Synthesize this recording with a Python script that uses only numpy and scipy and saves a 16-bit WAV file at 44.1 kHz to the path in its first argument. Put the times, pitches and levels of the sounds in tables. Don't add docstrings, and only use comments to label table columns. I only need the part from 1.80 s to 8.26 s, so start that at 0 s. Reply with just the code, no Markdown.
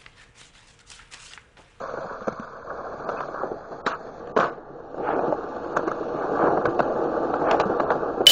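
import sys
import numpy as np
from scipy import signal
from scipy.fft import rfft, irfft
from scipy.io import wavfile
from scipy.ndimage import uniform_filter1d

SR = 44100
rng = np.random.default_rng(int(sys.argv[2]) if len(sys.argv) > 2 else 0)


def makeup_ratio(level_db):
    decades = np.asarray(level_db, float) / 20
    return 10 ** decades


def file_out(sig):
    cols = np.atleast_2d(sig).T
    lim = np.clip(cols, -1, 1)
    pcm = np.round(lim * 32767).astype(np.int16)
    wavfile.write(sys.argv[1], SR, pcm)


N = 284886
TIME = np.arange(N) / SR


def evened(x):
    return x / np.sqrt(np.mean(x ** 2) + 1e-20)


def peaked(x):
    return x / abs(x).max()


def add(mix, s, sound):
    part = mix[round(s * SR):][:len(sound)]
    part += sound[:len(part)]


def coloured(x, points):
    hz, db = np.transpose(points)
    bins = np.fft.rfftfreq(len(x), 1 / SR)
    gain_db = np.interp(np.log(bins + 1), np.log(hz), db, -90, -90)
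    return evened(irfft(rfft(x) * makeup_ratio(gain_db), len(x)))


def body(x, modes):
    out = np.zeros(len(x))
    for k, (hz, width, db) in enumerate(modes):
        r = np.exp(-np.pi * 1.5 * width / SR)
        pole = [1, -r * np.exp(2j * np.pi * hz / SR)]
        ring = signal.lfilter([(1 - r) ** 2], np.convolve(pole, pole), x).real
        out += (-1) ** k * makeup_ratio(db) * ring
    return evened(out)


def drift(per_s):
    slow = signal.butter(2, per_s, fs=SR, output="sos")
    return evened(signal.sosfilt(slow, rng.standard_normal(N)))


def grit(per_s, spread_db, bumps_db):
    size = makeup_ratio(spread_db * np.minimum(rng.exponential(1, N), 4)) * rng.choice([-1., 1.], N)
    struck = rng.random(N) < per_s / SR
    return size * struck * makeup_ratio(bumps_db)


# (middle [s], length [s], trucks [dB], deck [dB])
SWELLS_AND_DIPS = [(0, 0.11, -1.5, 7), (0.238, 0.033, -1, 7.5), (1.306, 0.17, 6.5, 4), (1.4, 0.072, 11.5, 0),
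                   (1.616, 0.18, 13.5, 1.5), (1.941, 0.083, 4.5, 8), (2.124, 0.1, 14.5, 0.5),
                   (3.2, 0.12, -3.5, 4), (2.8, 0.091, 2, -1), (4.62, .1, 4, -0.5), (5.66, 0.063, 1.5, 2),
                   (6.13, 0.066, 2, 0), (.76, 0.11, -1.5, -2), (3.481, 0.091, -0.5, 5.5),
                   (3.894, 0.048, -1, -1), (4.42, 0.11, 4, -2), (5.152, 0.15, 5, 1.5), (5.43, 0.045, 0, 2),
                   (6.227, 0.043, 2, -1.5), (6.38, 0.034, -0.5, -0.5)]


def swells_and_dips(column):
    return sum(row[column] * np.exp(-(2 * (TIME - row[0]) / row[1]) ** 2) for row in SWELLS_AND_DIPS)


# (frequency [Hz], width [Hz], level [dB])
DECK_MODES = [(137.4, 23, -9), (214.8, 84, -8), (465.9, 47.6, -1.5), (585.7, 119, -2.5)]
# (frequency [Hz], width [Hz], level [dB])
FLEX_MODES = [(280, 45.4, -4.5), (326, 77.3, -6), (427, 82, -5)]
# (frequency [Hz], width [Hz], level [dB])
UPPER_MODES = [(633, 101, -2.5), (757, 138, -2), (877, 86, -4.5)]


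def deck_roar(bumps, stones, deck_db, load):
    wood = body(stones, DECK_MODES[2:]) + makeup_ratio(-11 + 15 * load) * body(stones, FLEX_MODES)
    fine = grit(2000., 2.0, 0.24 * bumps + 0.38 * drift(28.0))
    upper = makeup_ratio(deck_db - 8 + 8.5 * load) * body(fine, UPPER_MODES)
    return makeup_ratio(deck_db - 2.0) * wood + upper


# (frequency [Hz], width [Hz], level [dB])
TRUCK_MODES = [(962, 138, -3.5), (1165, 185, 1), (1374, 118, -3), (1483.6, 71, -1.5), (1638, 150, -9.5)]


def truck_clatter(bumps, truck_db):
    shaken = makeup_ratio(truck_db - 2.0) + rattle(column=2, rel_db=-18.5)
    return shaken * body(grit(2500., 2.2, 0.24 * bumps + 1.9 * drift(25.)), TRUCK_MODES)


def streaks(x, modes):
    out = np.zeros(N)
    for hz, width, db in modes:
        out += makeup_ratio(db + 4 * drift(14.)) * body(x, [(hz, width, 0)])
    return evened(out)


# (frequency [Hz], width [Hz], level [dB])
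HUM_SIDE_ON = [(547, 24, -3.5), (661, 30, -1.5), (1178, 40, -9.5)]
# (frequency [Hz], width [Hz], level [dB])
HUM_ROLLING_AWAY = [(338, 24, -2.5), (478, 20, -1), (640, 45, -10), (1169.6, 39, -6)]


def hum(sand, away, deck_db):
    near = (1 - away) * makeup_ratio(-4.5) * streaks(sand, HUM_SIDE_ON)
    far = away * makeup_ratio(-2.5) * streaks(sand, HUM_ROLLING_AWAY)
    spinning = np.interp(TIME, (1.5, 1.56, 2.6, 3.2), (0, 1, 1, 0))
    return makeup_ratio(deck_db) * (near + far) + makeup_ratio(-56) * spinning * body(sand, [(1635, 280, 0)])


# (frequency [Hz], level [dB per Hz])
HISS_SIDE_ON = [(1500, -44.5), (1900, -10), (2240, -2.5), (2650, -7), (3050, -12.5), (3400, -5.5),
                (3860, -8), (4300, -1), (4980, -8.5), (5330, -12), (5700, -10), (6310, -7.5), (7300, -13.5),
                (9000, -44)]
# (frequency [Hz], level [dB per Hz])
HISS_ROLLING_AWAY = [(1120, 2.5), (1900, -7.5), (2030, -14), (2200, -7.5), (2290, -14), (2580, -3.5),
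                     (2880, -8.5), (3190, -10.5), (3880, -8), (4250, -12), (5150, -13.5), (6490, -14.5),
                     (7300, -18.5), (9490, -50), (16100, -120)]
# (frequency [Hz], width [Hz], level [dB])
BEARING_WHIRR = [(4340, 370, 0.5), (2630, 200, -2)]


def hiss(sand, away, deck_db, sand_db):
    level = makeup_ratio(-35 + 0.39 * deck_db + sand_db) + rattle(column=3, rel_db=-17.5)
    far = coloured(sand, HISS_ROLLING_AWAY) + makeup_ratio(-15.5) * body(sand, BEARING_WHIRR)
    return level * ((1 - away) * coloured(sand, HISS_SIDE_ON) + away * far)


# (time [s], wheel force [dB], truck looseness [dB], grit on the slab [dB])
ROLLING = [(0, -35, 5.5, -3.5), (0.249, -37, 3.5, -5.5), (.6, -42, 5.5, -6), (.84, -40.5, 2.5, -10.5),
           (0.919, -34, 2, -10), (1.5, -37.5, -2.5, -6), (1.72, -35.5, -8, -11), (1.86, -42.5, 1, -9),
           (2.6, -38.5, -6.5, -6.5), (2.78, -42.5, -6.5, -15), (3.1, -42.5, -2, -10), (3.36, -27, -3, -8),
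           (3.58, -35.5, 1, -4.5), (4.3, -31.5, -5.5, -3), (4.66, -21, -3.5, -5.5), (4.95, -28.5, -6.5, -6),
           (5.72, -25, -3, -4.5), (6.46, -31, -2, -7)]
# (time [s], load [0-1])
RIDER_LOAD = [
    (0, 0),
    (.9, 0.28),
    (1.5, 0.63),
    (1.9, 0.62),
    (3.1, 0.81),
    (3.6, 0.98),
    (4.4, 0.72),
    (6.46, 0.79),
]
# (from [s], to [s])
TURN_AWAY = (2.43, 2.4)


def rolling():
    s, *levels = np.transpose(ROLLING)
    deck_db, loose_db, sand_db = (np.interp(TIME, s, column) for column in levels)
    truck_db = deck_db + loose_db + swells_and_dips(column=2)
    deck_db = deck_db + swells_and_dips(column=3)
    load = np.interp(TIME, *np.transpose(RIDER_LOAD))
    away = np.interp(TIME, TURN_AWAY, (0, 1))
    bumps = 1.63 * drift(31.0)
    stones = grit(1500., 1.7, bumps)
    sand = grit(9800.0, 3.76, 0.5 * bumps)
    low = makeup_ratio(-21 + 0.66 * deck_db + 5 * (load - 0.95)) * body(stones, DECK_MODES[:2])
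    board = low + deck_roar(bumps, stones, deck_db, load) + truck_clatter(bumps, truck_db)
    return board + hum(sand, away, deck_db) + hiss(sand, away, deck_db, sand_db)


# (frequency [Hz], level [dB per Hz])
BASS_COLOUR = [(12, -39), (20, -2), (92, -5), (120, -7.5), (160, -34), (260, -120)]


def breeze():
    s, force_db = np.transpose(ROLLING)[:2]
    level = makeup_ratio(-34 + 0.48 * np.interp(TIME, s, force_db))
    return level * coloured(rng.standard_normal(N), BASS_COLOUR)


# (time [s], deck peak [dB], thud pitch [Hz])
DULL_KNOCKS = [(0.137, -19, 547), (0.173, -22, 560), (.247, -26, 550), (.309, -24.5, 556),
               (0.417, -27, 510), (.909, -24.5, 545), (1.138, -26, 550), (1.342, -23, 594),
               (1.484, -24, 640), (1.6, -26, 900), (1.6325, -14, 595), (1.64, -19, 430), (1.714, -17, 379),
               (2.957, -36, 676), (3.142, -24.5, 490), (3.198, -21.5, 454), (3.288, -14.5, 596),
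               (3.328, -15, 600), (3.39, -9, 553), (3.441, -17.5, 466), (3.54, -22.5, 800),
               (3.861, -23.5, 520), (3.991, -14, 417), (4.028, -33, 447), (4.251, -30, 480),
               (4.515, -16.5, 470), (4.773, -9, 700), (4.778, -11.5, 617), (5.101, -19, 659),
               (5.203, -15, 750), (5.381, -16, 456), (5.616, -16.5, 799), (5.899, -11, 320),
               (6.152, -13, 400), (6.229, -14.5, 428), (6.258, -20.5, 470), (6.377, -16.5, 380),
               (6.404, -10.5, 446), (6.412, -9.5, 450), (4.6, -14.5, 480), (4.627, -11.5, 850),
               (4.68, -9, 850), (5.73, -8, 700), (6.033, -17, 600)]
# (time [s], deck peak [dB], truck ring against deck [dB], tick against deck [dB], thud pitch [Hz])
NEAR_JOINTS = [(0.4702, -20, -9, -25, 590), (0.4793, -12.5, -8, -26.5, 526), (0.523, -25, -20, -23, 635),
               (.595, -25.5, -2, -21.5, 219), (3.9633, -16, 3.5, -22, 675), (3.969, -9.5, -1, -23, 690),
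               (4.0732, -16.5, -2.5, -26, 378), (4.0786, -18.5, 1, -24, 453), (4.113, -21.5, 4, -23, 447)]
# (time [s], deck peak [dB], truck ring against deck [dB], tick against deck [dB], thud pitch [Hz])
WIDE_CRACKS = [(1.287, -17.5, -3, -21, 540), (1.295, -23, -6, -17.5, 527), (1.403, -21, -1, -15, 670),
               (1.542, -24, -2, -30, 513), (3.523, -8.5, -31, -35, 590), (4.853, -10, -1, -14, 484),
               (4.991, -7.5, -6.5, -19.5, 660), (5.0, -8, -4, -24.5, 824), (5.537, -10.5, -4, -28.5, 760),
               (5.706, -9, -16, -26, 860), (5.7096, -6.5, -15, -11.5, 920), (5.7432, -9.5, -24, -33, 750),
               (5.7972, -6.5, -8, -12, 690), (5.8036, -12.5, -8, -17, 605), (5.8093, -19, -6, -12, 500),
               (5.997, -9, -7.5, -24, 810), (6.0005, -12, -1.5, -20, 830), (6.1022, -5.5, -7.5, -23, 860),
               (6.116, -13, -5, -26, 796)]
# (time [s], deck peak [dB], truck ring against deck [dB], tick against deck [dB], thud pitch [Hz])
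TRICK_BLOWS = [(2.0622, -15, 2, -1.5, 420), (2.068, -19.5, 4, -9, 490), (2.0742, -23, 10, -23, 487),
               (2.47, -30.5, -4, -16, 527), (2.5629, -9, -4, -18.5, 438), (2.567, -10.5, 0, -22, 417),
               (2.572, -11.5, -0.5, -15.5, 430), (2.586, -10, -1, -26, 547), (2.5965, -15.5, -4, -12, 486),
               (2.6021, -14.5, 4, -10, 483), (2.608, -17, 0, -14, 516), (2.627, -18.5, 7, -22, 450),
               (2.638, -19, 4.5, -18, 480), (2.647, -28, 0, -14, 378), (2.655, -26, 2, -14, 420),
               (2.664, -27, -1, -15, 450), (2.68, -27, -9, -23, 447), (2.704, -29, -2, -23, 450)]


def every_blow():
    dull = [(s, db, -19.5, -40, hz) for s, db, hz in DULL_KNOCKS]
    kinds = (TRICK_BLOWS, -14), (NEAR_JOINTS, 2), (WIDE_CRACKS + dull, -29.5)
    return [(*row, row[3] + chink_db) for rows, chink_db in kinds for row in rows]


# (frequency [Hz], level [dB per Hz])
TICK_COLOUR = [(1120, -13), (1900, 6.5), (2760, 5.5), (3360, 0), (4060, 2), (4680, -6.5), (5150, -8),
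               (6670, -17), (7300, -17.5), (9490, -62), (16100, -120)]
# (frequency [Hz], width [Hz], level [dB])
CHINK_MODES = [(4320, 1400, -0.5), (6060, 450, 12.5), (6300, 1300, 6.5)]


def blows():
    out = np.zeros(N)
    t = TIME[:SR // 8]
    fall = makeup_ratio(-60 * t / 0.022)
    lead = .012
    late = t - lead - .003
    burst = makeup_ratio(-60 * np.where(late > 0, late / .005, late / 0.0028) ** 2)
    burst += makeup_ratio(-20.5 - 20 * (late / .009) ** 4)
    burst += 0.045 * (late > 0) * makeup_ratio(-60 * late / 0.1)
    edge = 1. * (np.arange(len(t)) == round((lead + .003) * SR))
    wood = DECK_MODES + FLEX_MODES + UPPER_MODES
    for s, db, truck_db, tick_db, hz, chink_db in every_blow():
        shake, crack = rng.standard_normal((2, len(t)))
        onset = np.sin(np.minimum(t / 0.00084, 1) * np.pi / 2) ** 2
        thud = np.sin(2 * np.pi * hz * t) * makeup_ratio(-60 * t * hz / 9.8) * onset
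        deck = peaked(thud + 0.36 * peaked(body(shake * fall, wood)))
        trucks = peaked(body(shake * fall, TRUCK_MODES))
        tick = peaked(coloured(crack + 4.3 * edge, TICK_COLOUR) * burst)
        chink = peaked(body(shake, CHINK_MODES) * burst)
        add(out, s + 0.001795, makeup_ratio(db + 2.5) * deck)
        add(out, s + 0.001, makeup_ratio(db + truck_db + 1.0) * trucks)
        add(out, s + 0.0005 - lead, makeup_ratio(db + tick_db + 6.0) * tick)
        add(out, s + 0.00046 - lead, makeup_ratio(db + chink_db + 4.0) * chink)
    return signal.sosfilt(signal.butter(2, 100., "high", fs=SR, output="sos"), out)


# (time [s], peak [dB], pitch [Hz])
WEIGHT_THUMPS = [(0.254, -28, 192), (0.415, -27, 220), (0.476, -18, 218), (0.521, -27, 154),
                 (0.596, -28, 227), (2.064, -19, 260), (2.565, -16, 262), (2.59, -17, 212),
                 (3.965, -32, 173), (4.855, -20, 244), (4.875, -19.5, 129), (5.8, -27, 123),
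                 (5.858, -14, 197), (5.902, -16, 216)]


def thumps():
    out = np.zeros(N)
    t = TIME[:SR // 8]
    shape = np.minimum(t / 0.0031, 1) * makeup_ratio(-60 * t / 0.073)
    for s, db, hz in WEIGHT_THUMPS:
        add(out, s, makeup_ratio(db - 2.5) * peaked(np.sin(2 * np.pi * hz * t) * shape))
    return out


def rattle(column, rel_db):
    out = np.zeros(N)
    t = TIME[:SR // 2]
    for row in TRICK_BLOWS + NEAR_JOINTS + WIDE_CRACKS:
        level = makeup_ratio(row[1] + row[column] + rel_db - 60 * t / 0.14)
        add(out, row[0], level * np.minimum(t / 0.00057, 1))
    return out


# (time [s], peak [dB], pitch [Hz], time to fall 60 dB [s])
NUT_PINGS = [(.478, -39, 2230, 0.057), (.522, -43, 2200, 0.044), (1.369, -38, 2540, 0.054),
             (1.382, -40, 2480, 0.066), (3.388, -41, 2470, 0.042), (4.076, -36.5, 2140, 0.069),
             (4.995, -36, 4030, 0.03), (5.803, -22.5, 4040, 0.035), (5.999, -36.5, 4020, 0.033)]


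def pings():
    out = np.zeros(N)
    t = TIME[:SR // 8]
    for s, db, hz, t60 in NUT_PINGS:
        ring = body(rng.standard_normal(len(t)), [(hz, 90., 0)])
        add(out, s, makeup_ratio(db - 60 * t / t60) * ring * np.minimum(t / .004, 1))
    return out


# (middle [s], length [s], level [dB])
SHOE_SCUFFS = [
    (1.393, .054, -38),
    (3.296, 0.12, -25),
    (4.402, 0.1, -35.5),
    (4.64, 0.12, -29),
    (5.708, 0.097, -21.5),
]
# (frequency [Hz], level [dB per Hz])
SOLE_COLOUR = [(350, -17.5), (600, -26), (800, -1.5), (976, -14), (1330, -9.5), (1810, -20), (1940, -31.5),
               (2260, -26), (3300, -37.5), (5000, -55.5), (7700, -120)]


def scuffs():
    stroke = sum(makeup_ratio(db) * np.exp(-(2 * (TIME - s) / length) ** 2) for s, length, db in SHOE_SCUFFS)
    return stroke * coloured(grit(7100.0, 1.2, 0.8 * drift(50.0)), SOLE_COLOUR)


# (start [s], deck [dB], trucks [dB], treble [dB], hold [s], time to fall 60 dB [s])
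WALL_SLAPS = [
    (2.073, -33, -32.5, -42, 0.059, 0.1),
    (2.605, -25, -26, -42, 0.043, 0.3),
]


def slaps():
    out = np.zeros(N)
    t = TIME[:SR // 2]
    wood = DECK_MODES + FLEX_MODES + UPPER_MODES
    for s, deck_db, truck_db, treble_db, hold, t60 in WALL_SLAPS:
        a, b, c = rng.standard_normal((3, len(t)))
        shape = np.minimum(t / 0.0034, 1) * makeup_ratio(-60 * np.maximum(t - hold, 0) / t60)
        echo = makeup_ratio(deck_db) * body(a, wood) + makeup_ratio(truck_db) * body(b, TRUCK_MODES)
        add(out, s, shape * (echo + makeup_ratio(treble_db) * coloured(c, TICK_COLOUR)))
    return out


def scene():
    board = rolling() + blows() + thumps() + pings()
    return (board + breeze() + scuffs() + slaps())[None]


def thinned(x, size, width, hold, drop_db, starved):
    hz, t, z = signal.stft(x, SR, nperseg=size)
    lines = np.arange(len(hz))
    group = np.minimum(lines // width * width + width // 2, len(hz) - 1)
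    block = np.arange(len(t)) // hold * hold
    power = uniform_filter1d(abs(z) ** 2, size=width, axis=0)
    power = uniform_filter1d(power, size=hold, axis=1)[group][:, block]
    level_db = 10 * np.log10(power + 1e-16)[np.minimum(lines, np.searchsorted(hz, 7100))]
    around_db = uniform_filter1d(level_db, size=size // 22, axis=0)
    luck = rng.random(power.shape)[group][:, block]
    hz = hz[:, None]
    limit_db = around_db + drop_db + 5 * (luck - .5) + 2 * np.log2(hz / 4000. + 1e-3)
    keep = (level_db > limit_db) | (hz < 2600)
    frame_db = level_db[hz[:, 0] > 2600].mean(axis=0)
    keep = keep | ((frame_db > uniform_filter1d(frame_db, size=31) + 7) & (luck > .1))
    for a, b, above_hz in starved:
        unlucky = (luck > .2) | (above_hz < 1500)
        keep = keep & ~((hz > above_hz) & (t > a) & (t < b) & unlucky)
    return signal.istft(z * keep, SR, nperseg=size)[1][:N]


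# (time [s], peak [dB])
STRAY_BLIPS = [(.599, -77), (1.303, -74), (1.75, -81), (2.069, -64), (2.199, -81), (2.263, -80),
               (2.582, -67), (3.991, -68), (5.014, -71), (5.718, -66)]


def blips():
    out = np.zeros(N)
    size = 480
    tone = np.hanning(size) * np.sin(2 * np.pi * 8000 * TIME[:size])
    for s, db in STRAY_BLIPS:
        add(out, s - .002, makeup_ratio(db) * tone)
    return out


# (from [s], to [s], above [Hz])
STARVED_TREBLE = [(.497, .518, 4800), (.535, .545, 2000), (1.25, 1.278, 2600), (1.335, 1.345, 5000),
                  (2.02, 2.054, 1450), (2.13, 2.144, 3000), (2.524, 2.556, 1400), (2.704, 2.72, 2200),
                  (3.937, 3.958, 3000), (4.05, 4.068, 5200), (4.825, 4.845, 3000), (4.866, 4.893, 2600),
                  (4.958, 4.98, 2000), (5.01, 5.025, 4400), (5.665, 5.685, 3000), (5.685, 5.702, 4900),
                  (5.72, 5.728, 4500), (5.775, 5.79, 5800), (5.817, 5.855, 3200), (5.98, 5.995, 5000),
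                  (6.04, 6.096, 4300)]
# (from [s], to [s])
CALM_SPANS = [(.28, .42), (.9, 1.2), (1.76, 1.98), (2.25, 2.44), (2.8, 3.05), (3.56, 3.83), (4.17, 4.35),
              (4.46, 4.65), (5.3, 5.5), (5.87, 5.97), (6.19, 6.37)]


def patchy_treble(x):
    def filtered(y, taps, edges_hz, lowpass):
        kernel = signal.firwin(taps, edges_hz, pass_zero=lowpass, window=("kaiser", 10), fs=SR)
        return signal.oaconvolve(y, kernel, "same")

    low = filtered(x, 1201, 1400, True)
    treble = filtered(x, 1201, [1400, 7350], False)
    calm = uniform_filter1d(sum((TIME > a) * (TIME < b) * 1. for a, b in CALM_SPANS), size=900)
    lines = thinned(treble, size=4096, width=1, hold=1, drop_db=2, starved=[])
    blocks = thinned(treble, size=512, width=4, hold=3, drop_db=-1.7, starved=STARVED_TREBLE)
    top = calm * lines + (1 - calm) * blocks
    mirrored = 2 * top * np.cos(2 * np.pi * 16000 * TIME)
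    folded = filtered(mirrored, 801, [8550, 8950], False)
    return low + top + makeup_ratio(-30) * folded + blips()


def roll_off(x):
    return signal.sosfilt(signal.butter(12, 8980, fs=SR, output="sos"), x)


def record(dry):
    x = 0.89 * np.tanh(dry[0] / 1.307)
    mix = patchy_treble(x)[None] + 0.0013
    return roll_off(mix)


dry = scene()
out = record(dry)
file_out(out)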